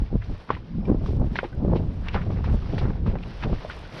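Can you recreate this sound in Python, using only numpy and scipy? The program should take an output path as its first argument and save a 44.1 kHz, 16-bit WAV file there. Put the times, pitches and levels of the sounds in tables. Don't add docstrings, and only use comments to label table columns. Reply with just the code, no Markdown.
import sys
import numpy as np
from scipy import signal
from scipy.fft import rfft, irfft, next_fast_len
from scipy.io import wavfile
from scipy.ndimage import uniform_filter1d, map_coordinates

SR = 44100
rng = np.random.default_rng(int(sys.argv[2]) if len(sys.argv) > 2 else 0)


def waveform_to_disk(signal):
    frames = np.transpose(np.atleast_2d(signal))
    scaled = np.clip(frames, -1, 1) * 32767
    samples = np.round(scaled).astype(np.int16)
    wavfile.write(sys.argv[1], SR, samples)


N = 176400
T = np.arange(N) / SR

# t/s, length/s, start f/Hz, middle f/Hz, end f/Hz
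BIRD_NOTES = [(0.681, 0.071, 3980, 4830, 4300), (0.752, 0.028, 5000, 4940, 5150),
              (0.793, 0.086, 4890, 5340, 5340), (0.922, 0.034, 4300, 4880, 5350),
              (1.568, 0.027, 4900, 5000, 5100), (1.729, 0.047, 5200, 5520, 5480),
              (2.01, 0.043, 4830, 4800, 4700)]

# t/s, level/dB
WASH_LEVEL = [(0.0, -61.5), (0.18, -64.5), (0.41, -59.5), (0.57, -65.5), (0.77, -66), (1.25, -65),
              (1.39, -55.5), (1.53, -66), (1.73, -64), (1.97, -65), (2.16, -57), (2.25, -62.5), (2.7, -56),
              (2.85, -56.5), (3.11, -69), (3.26, -56), (3.74, -56), (3.87, -58), (4.0, -48)]
# f/Hz, level/dB
WASH_SPECTRUM = [(100, -7.5), (400, 10), (900, 3.5), (1600, 0), (2400, -0.5), (3500, -2), (5500, -8),
                 (8000, -23), (13000, -25)]
PEBBLES_PER_S, PEBBLE_HZ, PEBBLE_SPREAD_OCT, PEBBLE_SPREAD_DB = 420, 1545, 0.62, 4
# t/s, level/dB
SPRAY_LEVEL = [(0.04, -100), (0.38, -81.5), (0.72, -93.5), (0.89, -83), (0.92, -102), (1.05, -82.5),
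               (1.47, -81), (1.74, -99), (1.76, -80.5), (2.49, -86.5), (2.54, -69.5), (2.58, -83),
               (2.73, -84.5), (2.8, -76.5), (2.96, -92.5), (3.44, -78), (3.54, -84), (3.77, -70),
               (3.86, -80), (4.0, -72)]
# f/Hz, level/dB
SPRAY_SPECTRUM = [(2500, -29.5), (5000, -4), (7500, 3.5), (10000, -3.5), (11500, -9), (13500, -7.5)]
# t/s, level/dB
DROPS = [(.3125, -44), (0.337, -45), (0.4383, -49), (1.125, -40.5), (1.166, -40), (1.198, -41),
         (1.527, -50), (1.550, -42), (2.535, -37), (2.55, -42), (2.787, -39), (3.22, -54), (3.28, -43),
         (3.772, -47)]
DROP_HZ, DROP_T60_S = 7000, 0.012

# t/s, level/dB
RUMBLE_LEVEL = [(0.0, -18.5), (0.02, -18.5), (0.08, -36), (0.15, -20), (0.27, -35), (0.31, -24),
                (0.47, -57.5), (0.53, -28), (0.67, -47.5), (0.79, -25), (0.85, -35.5), (0.9, -18),
                (1.0, -26.5), (1.21, -18.5), (1.46, -43), (1.6, -25), (1.77, -19.5), (1.83, -26),
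                (2.12, -29), (2.16, -21.5), (2.25, -32), (2.28, -23), (2.37, -25.5), (2.55, -16),
                (2.57, -24), (2.74, -30.5), (2.86, -18.5), (2.97, -30), (3.09, -16.5), (3.12, -26.5),
                (3.33, -38.5), (3.53, -20.5), (3.61, -39.5), (3.87, -37.5), (3.91, -53), (4.0, -46.5)]
# t/s, level/dB
GUST_LEVEL = [(0.0, -43), (0.02, -29.5), (0.08, -52.5), (0.15, -21.5), (0.21, -62), (0.31, -28),
              (0.36, -46), (0.47, -53.5), (0.5, -33), (0.59, -39.5), (0.65, -41), (0.78, -40.5),
              (0.83, -34.5), (0.9, -21), (0.93, -26), (0.95, -24.5), (0.98, -30.5), (1.18, -27.5),
              (1.25, -24.5), (1.3, -44.5), (1.32, -26), (1.37, -34.5), (1.45, -52), (1.49, -56),
              (1.53, -34.5), (1.66, -22.5), (1.76, -20), (1.78, -30), (1.8, -23.5), (1.82, -28),
              (2.13, -39), (2.15, -20), (2.19, -31), (2.32, -26), (2.33, -27.5), (2.41, -29.5),
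              (2.43, -39.5), (2.47, -26), (2.55, -24), (2.58, -39), (2.78, -24), (2.81, -44.5), (2.82, -23),
              (2.88, -28.5), (2.9, -24.5), (2.95, -35.5), (3.06, -28), (3.07, -20.5), (3.11, -29),
              (3.16, -29), (3.23, -38), (3.27, -31), (3.38, -53), (3.46, -24), (3.49, -27.5), (3.53, -22),
              (3.56, -42.5), (3.9, -47.5), (3.93, -36), (4.0, -42.5)]
# f/Hz, level/dB
RUMBLE_SPECTRUM = [(10, -24), (22, 0.5), (40, 0.5), (62, -0.5), (100, -4), (150, -13.5), (300, -47.5),
                   (800, -100)]
# f/Hz, level/dB
BUFFET_SPECTRUM = [(50, -29), (110, 0.5), (170, 2.5), (250, -6), (350, -12.5), (550, -28.5), (1000, -42.5),
                   (2500, -71), (6000, -100)]
# f/Hz, level/dB
FLUTTER_SPECTRUM = [(120, -18), (300, 1), (420, 5.5), (700, -2.5), (1000, -9.5), (1400, -20.5), (2200, -37),
                    (6000, -81.5)]
RUMBLE_GAIN_DB, BUFFET_GAIN_DB, FLUTTER_GAIN_DB = -2, -1.5, -8
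FLUTTER_GROWTH, GUST_REF_DB = 1.45, -23.5
# peak t/s, half length/s, level/dB, f/Hz
WHIRS = [(0.785, 0.054, -28, 186), (.905, 0.015, -18.5, 277), (1.22, 0.037, -31, 241),
         (1.652, 0.027, -28.5, 242), (1.731, 0.037, -32, 375), (1.906, 0.06, -41, 192),
         (2.746, 0.015, -34, 300)]
# t/s, level/dB, f/Hz
EDDY_POPS = [(.019, -22, 270), (0.1285, -16, 327), (0.155, -10.5, 203), (0.314, -24, 275),
             (0.784, -12, 169), (0.88, -15, 289), (0.899, -6.5, 324), (.916, -9, 324), (.946, -9, 257),
             (1.107, -16.5, 274), (1.133, -17, 319), (1.228, -14, 294), (1.272, -14, 160),
             (1.627, -16, 205), (1.649, -11.5, 410), (1.684, -17.5, 259), (1.719, -15.5, 422),
             (1.735, -12.5, 594), (1.755, -16, 246), (1.798, -20.5, 234), (2.152, -22.5, 207),
             (2.302, -18, 344), (2.736, -12.5, 304), (2.852, -17, 251), (2.883, -16.5, 280),
             (3.077, -16.5, 201), (3.469, -20, 320), (3.529, -17.5, 457)]

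# peak t/s, level/dB, rise/s, t60/s, centre f/Hz, width/octaves
SPLASHES = [(0.221, -38.5, 0.0087, 0.065, 1640, 0.51), (.245, -50.5, .015, 0.059, 4000, 0.57),
            (.508, -31, 0.024, 0.14, 1190, 0.9), (.543, -40.5, 0.03, 0.17, 2350, 0.5),
            (1.07, -45.5, 0.065, 0.31, 2620, 0.94), (1.359, -30, 0.0089, 0.079, 2170, 0.69),
            (1.374, -42, 0.017, 0.14, 3850, 0.23), (1.39, -27.5, .008, 0.078, 2170, 0.43),
            (1.445, -35.5, 0.024, 0.11, 1360, 0.84), (1.765, -38.5, 0.021, 0.11, 2290, 0.69),
            (2.086, -26, 0.0034, 0.04, 2610, 0.16), (2.081, -36.5, 0.061, 0.19, 1130, 0.94),
            (2.145, -31.5, 0.026, 0.12, 2170, 0.66), (2.165, -28, 0.018, 0.15, 1150, 0.62),
            (2.218, -38.5, .01, 0.1, 1630, 0.58), (2.376, -41.5, .04, 0.13, 1400, 0.69),
            (2.444, -36.5, .008, 0.16, 1490, 0.97), (2.484, -39.5, 0.011, 0.15, 1210, 0.54),
            (2.784, -33, 0.0049, 0.1, 2700, 0.63), (2.819, -39, .015, 0.62, 840, .9),
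            (3.072, -42, 0.033, 0.42, 1390, 1.02), (3.156, -46, .008, 0.06, 1135, 0.89),
            (3.237, -41, .02, 0.028, 2600, 0.43), (3.44, -28, 0.027, 0.052, 1780, 0.75),
            (3.705, -36, .012, 0.27, 1630, 0.9), (3.98, -46.5, 0.12, 0.33, 1550, 2)]
# t/s, level/dB, f/Hz
THUDS = [(.5036, -14, 464), (1.389, -18.5, 408), (2.152, -15, 392), (2.304, -26, 573), (2.442, -26.5, 520),
         (2.496, -28, 460), (2.781, -21.5, 508), (2.812, -21, 400), (2.853, -21.5, 406),
         (3.154, -21.5, 512), (3.446, -24.5, 700)]
THUD_ATTACK_S, THUD_T60_S = 0.00056, 0.026
CRUNCH_DB, CRUNCH_HZ, CRUNCH_T60_S = -10, 860, 0.072
# t/s, level/dB, f/Hz, t60/s
CLACKS = [(.493, -16, 1270, 0.0066), (.5038, -4.3, 1040, .013), (1.3565, -14, 1750, .012),
          (1.3888, -4.5, 1500, .011), (2.0854, -9.5, 2350, .008), (0.513, -26, 980, .035),
          (0.531, -26.5, 1270, .014), (.551, -25, 2000, 0.011), (.567, -28, 996, 0.037),
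          (0.853, -34.5, 2370, 0.042), (1.061, -21, 1110, 0.011), (1.3566, -15, 946, 0.014),
          (1.364, -19.5, 2020, 0.015), (1.431, -17.5, 520, 0.035), (1.441, -20.5, 844, 0.025),
          (1.449, -20.5, 343, 0.06), (1.528, -37, 1514, 0.056), (2.1445, -20, 2120, 0.0097),
          (2.145, -15, 870, 0.015), (2.1635, -15, 1170, 0.0096), (2.442, -25, 945, 0.03),
          (2.781, -15, 1820, 0.0096), (2.903, -25, 1200, .015), (3.064, -23, 1170, 0.017),
          (3.155, -25, 860, 0.017), (3.186, -36, 2440, 0.015), (3.228, -34, 2760, 0.026),
          (3.4364, -14.5, 940, 0.015), (3.621, -27.5, 1080, 0.01), (3.649, -20.5, 616, 0.035),
          (3.699, -19, 1450, 0.018), (3.851, -31, 1460, 0.018)]
# ratio to its pitch, level/dB, share of its t60
HOOF_MODES = [(.4, -14, 1.4), (.8, -12, .9), (1, 0, 1), (1.3, -11, .8), (2.1, -17, .6), (3.2, -24, .5)]
CLACK_ATTACK_S, MODE_SCATTER_DB, GRIT_DB = 0.0004, 1, -15
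CRACK_DB, CRACK_HZ, CRACK_T60_S = -22.5, 3120, 0.0043

# f/Hz, gain/dB
MIC_RESPONSE = [(20, 2), (5700, -5.5), (6400, -14), (7300, -19.5), (10000, -12.5), (12000, -15.5),
                (13500, -27.5)]
MIC_TOP_HZ = 13400


def amp(db):
    return 10 ** (np.asarray(db) / 20)


def unit(x):
    return x / np.sqrt(np.mean(x ** 2) + 1e-20)


def curve(rows):
    return np.interp(T, *np.transpose(rows))


def wobble(rate):
    return map_coordinates(rng.standard_normal(4096), [T * rate], mode="wrap")


def filtered(x, response):
    size = next_fast_len(len(x) + 8192)
    return irfft(rfft(x, size) * response(np.fft.rfftfreq(size, 1 / SR)), size)[:len(x)]


def coloured(x, points):
    f, db = np.transpose(points)
    return filtered(x, lambda hz: amp(np.interp(np.log(hz + 1), np.log(f + 1), db)))


def band(x, hz, octaves):
    return unit(filtered(x, lambda f: np.exp(-0.5 * (np.log2((f + 1) / hz) / octaves) ** 2)))


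def noise_band(size, hz, octaves):
    return band(rng.standard_normal(size), hz, octaves)


def grains(size, rate, spread_db=0.5):
    hit = rng.random(size) < rate / SR
    sign = rng.choice([-1, 1], size)
    strength = amp(spread_db * np.minimum(rng.exponential(size=size), 4))
    return unit(hit * sign * strength)


def ping(hz, cycles, t):
    return np.sin(2 * np.pi * hz * t) * amp(-60 * hz * t / cycles)


def attack(t, rise_s):
    return 1 - np.exp(-t / rise_s)


def add(track, start, sound):
    i = round(start * SR)
    part = sound[max(-i, 0):max(N - i, 0)]
    track[max(i, 0):][:len(part)] += part


def bird():
    out = np.zeros(N)
    for start, length, *pitches in BIRD_NOTES:
        size = int(length * SR)
        progress = np.linspace(0, 1, size)
        glide = np.polyval(np.polyfit([0, 0.5, 1], pitches, 2), progress)
        hz = glide * (1 + 0.02 * wobble(450)[:size])
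        flicker = amp(-60.5 - 4 * np.abs(wobble(110)[:size]))
        arch = np.sqrt(np.abs(np.sin(np.pi * progress)))
        add(out, start, flicker * arch * np.sin(2 * np.pi * np.cumsum(hz) / SR))
    return out


def pebbles():
    out, t = np.zeros(N), np.arange(SR // 40) / SR
    for when, up, down, size in rng.random((int(PEBBLES_PER_S * N / SR), 4)):
        octaves = np.sqrt(6) * PEBBLE_SPREAD_OCT * (up - down)
        hz = min(PEBBLE_HZ * 2 ** octaves, SR / 4)
        strength = amp(PEBBLE_SPREAD_DB * min(-np.log(1 - size), 3.5))
        add(out, when * N / SR, strength / (1 + hz / PEBBLE_HZ) * ping(hz, cycles=24, t=t))
    return unit(out)


def wash():
    fizz = grains(N, rate=2800) + 0.68 * rng.standard_normal(N)
    hiss = unit(coloured(fizz, WASH_SPECTRUM)) * amp(12 + 1.7 * wobble(31))
    patter = amp(8) * pebbles()
    return amp(curve(WASH_LEVEL)) * (hiss + patter)


def spray():
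    crackle = grains(N, rate=320, spread_db=3.5) + 0.4 * rng.standard_normal(N)
    return amp(curve(SPRAY_LEVEL) + 17.5) * unit(coloured(crackle, SPRAY_SPECTRUM))


def drops():
    out, t = np.zeros(N), np.arange(SR // 50) / SR
    for start, db in DROPS:
        envelope = amp(db - 60 * t / DROP_T60_S) * attack(t, rise_s=0.001)
        add(out, start, envelope * noise_band(len(t), DROP_HZ, octaves=0.57))
    return out


def eddies(spectrum, even_s):
    pressure = unit(coloured(rng.standard_normal(N), spectrum))
    span = max(int(even_s * SR), 2)
    power = np.abs(uniform_filter1d(uniform_filter1d(pressure ** 2, span), span))
    return unit(pressure / np.sqrt(power + 0.024))


def wind():
    gust_db = curve(GUST_LEVEL)
    rumble = amp(curve(RUMBLE_LEVEL) + RUMBLE_GAIN_DB) * eddies(RUMBLE_SPECTRUM, even_s=0.12)
    buffet = amp(gust_db + BUFFET_GAIN_DB) * eddies(BUFFET_SPECTRUM, even_s=0.097)
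    flutter = unit(eddies(FLUTTER_SPECTRUM, even_s=0.0073) * amp(4.83 * wobble(130)))
    flutter_db = GUST_REF_DB + FLUTTER_GAIN_DB + FLUTTER_GROWTH * (gust_db - GUST_REF_DB)
    return rumble + buffet + amp(flutter_db) * flutter


def whirs():
    out = np.zeros(N)
    for peak_time, half_length, db, hz in WHIRS:
        air = signal.hilbert(noise_band(N, hz, octaves=0.32))
        steadied = unit(air.real / (np.abs(air) + 0.78))
        swell = np.exp(-0.5 * ((T - peak_time) / half_length) ** 2)
        out += amp(db) * swell * steadied
    return out


def eddy_pops():
    out, t = np.zeros(N), np.arange(SR // 20) / SR
    for start, db, hz in EDDY_POPS:
        thump = ping(hz, cycles=2.95, t=t) * attack(t, rise_s=0.0013)
        add(out, start, amp(db - 0.5) * thump / np.abs(thump).max())
    return out


def splashes():
    out, t = np.zeros(N), np.arange(SR // 2) / SR
    for peak_time, db, rise, t60, hz, octaves in SPLASHES:
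        spatter = grains(len(t), rate=1800) + 0.21 * rng.standard_normal(len(t))
        since_peak = t - 2 * rise
        envelope = amp(db + np.minimum(20 * since_peak / rise, -60 * since_peak / t60))
        add(out, peak_time - 2 * rise, envelope * band(spatter, hz, octaves))
    return out


def hoof_thuds():
    out, t = np.zeros(N), np.arange(SR // 8) / SR
    for start, db, hz in THUDS:
        knock = ping(hz, cycles=hz * THUD_T60_S, t=t)
        gravel = band(grains(len(t), rate=900), CRUNCH_HZ, octaves=0.8)
        crunch = gravel * amp(CRUNCH_DB - 60 * t / CRUNCH_T60_S)
        add(out, start, amp(db) * (knock + crunch) * attack(t, THUD_ATTACK_S))
    return out


def hoof_clacks():
    out, t = np.zeros(N), np.arange(SR // 8) / SR
    for start, db, hz, t60 in CLACKS:
        ring = np.zeros(len(t))
        for ratio, mode_db, share in HOOF_MODES:
            decay = amp(mode_db + rng.normal(0, MODE_SCATTER_DB) - 60 * t / (t60 * share))
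            ring += decay * np.sin(2 * np.pi * hz * ratio * t)
        grit = noise_band(len(t), hz, octaves=0.66) * amp(GRIT_DB - 60 * t / (1.6 * t60))
        crack = noise_band(len(t), CRACK_HZ, octaves=0.46) * amp(CRACK_DB - 60 * t / CRACK_T60_S)
        add(out, start, amp(db) * (ring + grit + crack) * attack(t, CLACK_ATTACK_S))
    return out


def scene():
    air = wind() + whirs() + eddy_pops()
    steps = hoof_clacks() + hoof_thuds() + splashes()
    background = wash() + spray() + drops() + bird()
    return (air + steps + background)[None]


def record(dry):
    muffled = coloured(dry[0], MIC_RESPONSE)
    return filtered(muffled, lambda hz: hz < MIC_TOP_HZ)[None]


dry = scene()
out = record(dry)
waveform_to_disk(out)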